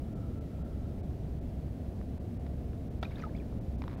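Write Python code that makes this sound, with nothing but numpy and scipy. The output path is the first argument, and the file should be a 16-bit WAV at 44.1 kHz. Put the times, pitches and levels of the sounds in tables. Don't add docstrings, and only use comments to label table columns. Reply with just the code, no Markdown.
import sys
import numpy as np
from scipy import signal
from scipy.fft import rfft, irfft
from scipy.io import wavfile

SR = 44100
rng = np.random.default_rng(int(sys.argv[2]) if len(sys.argv) > 2 else 0)


def put_to_file(sound):
    columns = np.atleast_2d(sound).T
    safe = np.clip(columns, -1, 1)
    whole_steps = np.round(safe * 32767)
    wavfile.write(sys.argv[1], SR, whole_steps.astype(np.int16))


N = 176400
TIME, FREQS = np.arange(N) / SR, np.fft.rfftfreq(N, 1 / SR)


def amp(db):
    return 10 ** (np.asarray(db) / 20)


def unit(x):
    return x / np.sqrt(np.mean(x ** 2) + 1e-20)


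def fader(points):
    return amp(np.interp(TIME, *np.transpose(points)))


def add(mix, start_s, sound):
    part = mix[round(start_s * SR):][:len(sound)]
    part += sound[:len(part)]


def decay(t, t60):
    return (t >= 0) * np.exp(-np.log(1000) * np.maximum(t, 0) / t60)


def colour(x, curve):
    hz, db = np.transpose(curve)
    gain = amp(np.interp(np.log(FREQS + 1), np.log(hz + 1), db))
    return irfft(rfft(x) * unit(gain), N)


def wander(rate_hz):
    slow_band = (FREQS > 0) * np.exp(-(FREQS / rate_hz) ** 2)
    return unit(irfft(rfft(rng.standard_normal(N)) * slow_band, N))


def grains(per_s, spread_db):
    clicks = (rng.random(N) < per_s / SR) * rng.choice([-1, 1], N)
    return unit(clicks * amp(spread_db * np.minimum(rng.exponential(1, N), 2)))


# (frequency [Hz], relative level [dB])
RUMBLE_EQ = [(12, -39), (24, -9.5), (40, -8), (54, -6.5), (65, 2.5), (80, -4.5), (120, -7), (200, -11),
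             (235, -10.5), (280, -13.5), (320, -17.5), (480, -23.5), (700, -25.5), (800, -34), (1100, -44),
             (1500, -68.5), (2400, -110)]
# (time [s], level [dB])
RUMBLE_RIDE = [(0, -37), (2, -37.5), (4, -36.5)]
# (frequency [Hz], relative level [dB])
HISS_EQ = [(590, -10), (1000, -11.5), (1150, -3.5), (1770, -5.5), (2970, -10), (3490, -11.5), (3830, -12),
           (7880, -19.5), (15500, -20.5)]

def wind(hiss_db=-66.5):
    rumble = unit(colour(rng.standard_normal(N), RUMBLE_EQ))
    waver = amp(0.5 * wander(rate_hz=7))
    hiss = colour(rng.standard_normal(N), HISS_EQ)
    return fader(RUMBLE_RIDE) * waver * rumble + amp(hiss_db) * hiss


# (time [s], level [dB])
WHINE_RIDE = [(0.06, -80), (.17, -66), (.36, -66.5), (.48, -74.5), (.58, -72), (.66, -65.5), (.78, -77),
              (.9, -67), (1.12, -112)]

def far_whine(centre_hz=1325, half_width_hz=65):
    band = 1 / (1 + ((FREQS - centre_hz) / half_width_hz) ** 2)
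    return fader(WHINE_RIDE) * unit(irfft(rfft(rng.standard_normal(N)) * band, N))


# (time [s], level [dB])
RUSTLE_RIDE = [(3.78, -90), (3.83, -68), (3.92, -60), (3.99, -60.5)]
# (time [s], level before EQ [dB], treble shelf [dB])
CRACKLE_CUES = [(2.014, -48.5, -8), (2.179, -49, -9), (2.466, -46.5, 5), (2.733, -48, -2),
                (3.526, -54.5, 2), (3.8201, -34.5, -0.5), (3.8401, -47, 3), (3.8802, -41, 5),
                (3.898, -54, 6), (3.913, -48, -1), (3.9225, -51, -7), (3.9302, -47, -2), (3.9384, -49, -5)]
# (frequency [Hz], relative level [dB])
ANGLER_EQ = [(250, -13), (600, 0.5), (1000, 7.5), (1600, -0.5), (2200, -3), (2800, -13.5), (3700, -10),
             (5500, -20), (6800, -46.5), (16000, -51)]

def angler(click_db=13, tail_db=-21, shelf_hz=2820):
    out = fader(RUSTLE_RIDE) * grains(per_s=740, spread_db=-2)
    t = TIME[:SR // 10]
    crunch = decay(t, t60=0.0065) + amp(tail_db) * decay(t, t60=0.084)
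    for start_s, db, treble_db in CRACKLE_CUES:
        snap = crunch * rng.standard_normal(len(t)) + amp(click_db) * (t == 0)
        body = signal.lfilter(*signal.butter(1, shelf_hz, fs=SR), snap)
        add(out, start_s, amp(db) * (body + amp(treble_db) * (snap - body)))
    return colour(out, ANGLER_EQ)


# (time [s], level [dB], t60 [s])
SPRAY_CUES = [(3.0288, -38.5, 0.024), (3.0334, -46, 0.046), (3.048, -56, 0.049), (3.108, -55.5, 0.11),
              (3.183, -52, .04), (3.2234, -52, .025), (3.237, -50, .015), (3.2503, -54, 0.028),
              (3.3655, -62, 0.013), (3.3762, -54, 0.012)]
# (time [s], level [dB])
SLOSH_RIDE = [(3.02, -88), (3.04, -54), (3.085, -65), (3.14, -64.5), (3.2, -56.5), (3.3, -71), (3.4, -69.5),
              (3.6, -75)]
# (frequency [Hz], relative level [dB])
SPLASH_EQ = [(300, -24), (800, 12.5), (1500, 11.5), (3500, 0), (5000, -4), (7000, -18), (9000, -27),
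             (12500, -15), (14000, -24)]

def splash():
    bursts = sum(amp(db) * decay(TIME - start_s, t60) for start_s, db, t60 in SPRAY_CUES)
    patter = fader(SLOSH_RIDE) * grains(per_s=1300, spread_db=3.5)
    return colour(bursts * rng.standard_normal(N) + patter, SPLASH_EQ)


# (time [s], starting pitch [Hz], level [dB], t60 [s], glide [octaves/s])
BUBBLE_CUES = [(3.0316, 3470, -27.5, 0.0092, -3), (3.0345, 4750, -45, .014, 0),
               (3.046, 3830, -40, 0.016, -12), (3.0520, 2470, -38.5, 0.033, -2.5),
               (3.0720, 3760, -62, 0.054, 6), (3.0980, 3680, -54, 0.021, -7),
               (3.1170, 2210, -47.5, 0.034, 4), (3.1572, 3500, -43.5, 0.02, 28),
               (3.1700, 1640, -48, 0.03, 14), (3.1895, 2470, -56, 0.017, 8), (3.1925, 4700, -48, .012, 0),
               (3.2015, 2400, -44, 0.021, 7), (3.2135, 6700, -58, .014, -10), (3.2168, 5800, -51, 0.016, 5),
               (3.2236, 1900, -32, 0.0087, 20), (3.232, 1500, -37, 0.011, 0), (3.2378, 1315, -32, .06, -6),
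               (3.2655, 848, -41, .06, 5), (3.2930, 1650, -50, .03, 8), (3.3495, 2150, -45, 0.03, 23),
               (3.3650, 3400, -56, .04, 4), (3.3660, 4600, -50, .009, 40), (3.385, 3300, -52, 0.016, 0),
               (3.3990, 2500, -50.5, .045, -14.5), (3.4190, 1830, -56, .03, 0)]

def bubbles(attack_s=0.00076):
    out, t = np.zeros(N), TIME[:SR // 10]
    attack = 1 - np.exp(-t / attack_s)
    for start_s, hz, db, t60, glide in BUBBLE_CUES:
        pitch = hz * 2 ** (glide * np.minimum(t, t60 / 2))
        tone = np.sin(2 * np.pi * np.cumsum(pitch) / SR)
        add(out, start_s, amp(db) * attack * decay(t, t60) * tone)
    return out


# (frequency [Hz], relative level [dB], t60 [s])
HOLE_MODES = [(620, -6, 0.014), (723, 1.5, 0.016), (950, -11, 0.008), (1320, -8.5, 0.028),
              (2293, -13, 0.043), (3400, -18, 0.021)]
# (time [s], gain on the ring [dB])
SLAP_CUES = [(3.0288, -28.5), (3.0317, -35)]

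def slap(low_cut_hz=350):
    out, t = np.zeros(N), TIME[:SR // 10]
    ring = sum(amp(db) * decay(t, t60) * np.sin(2 * np.pi * hz * t) for hz, db, t60 in HOLE_MODES)
    ring = signal.lfilter(*signal.butter(1, low_cut_hz, "high", fs=SR), ring)
    for start_s, db in SLAP_CUES:
        add(out, start_s, amp(db) * ring)
    return out


def hole_walls(x, wet_db=-16, t60=0.062, predelay_s=0.002):
    t = TIME[:SR // 8]
    tail = rng.standard_normal(len(t)) * decay(t - predelay_s, t60)
    return x + amp(wet_db) * signal.fftconvolve(x, tail / np.linalg.norm(tail))[:N]


def scene():
    background = wind() + far_whine()
    drop = hole_walls(slap() + bubbles()) + splash()
    return (background + drop + angler())[None]


DROPOUT_CUES = [.146, .400, .636, 1.022, 1.403, 2.192, 2.386, 2.895, 3.004, 3.6, 3.772, 3.964]

def record(dry, gap_s=0.016, ramp_s=0.006, dip_db=-16, crossover_hz=3000, high_cut_hz=15800):
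    gaps = sum(np.clip((gap_s / 2 - abs(TIME - s)) / ramp_s + 0.5, 0, 1) for s in DROPOUT_CUES)
    treble = dry - irfft(rfft(dry) / (1 + (FREQS / crossover_hz) ** 4), N)
    ducked = dry - (1 - amp(dip_db)) * gaps * treble
    high_cut = signal.firwin(511, high_cut_hz, window=("kaiser", 9), fs=SR)
    return signal.oaconvolve(ducked, high_cut[None], "same")


dry = scene()
out = record(dry)
put_to_file(out)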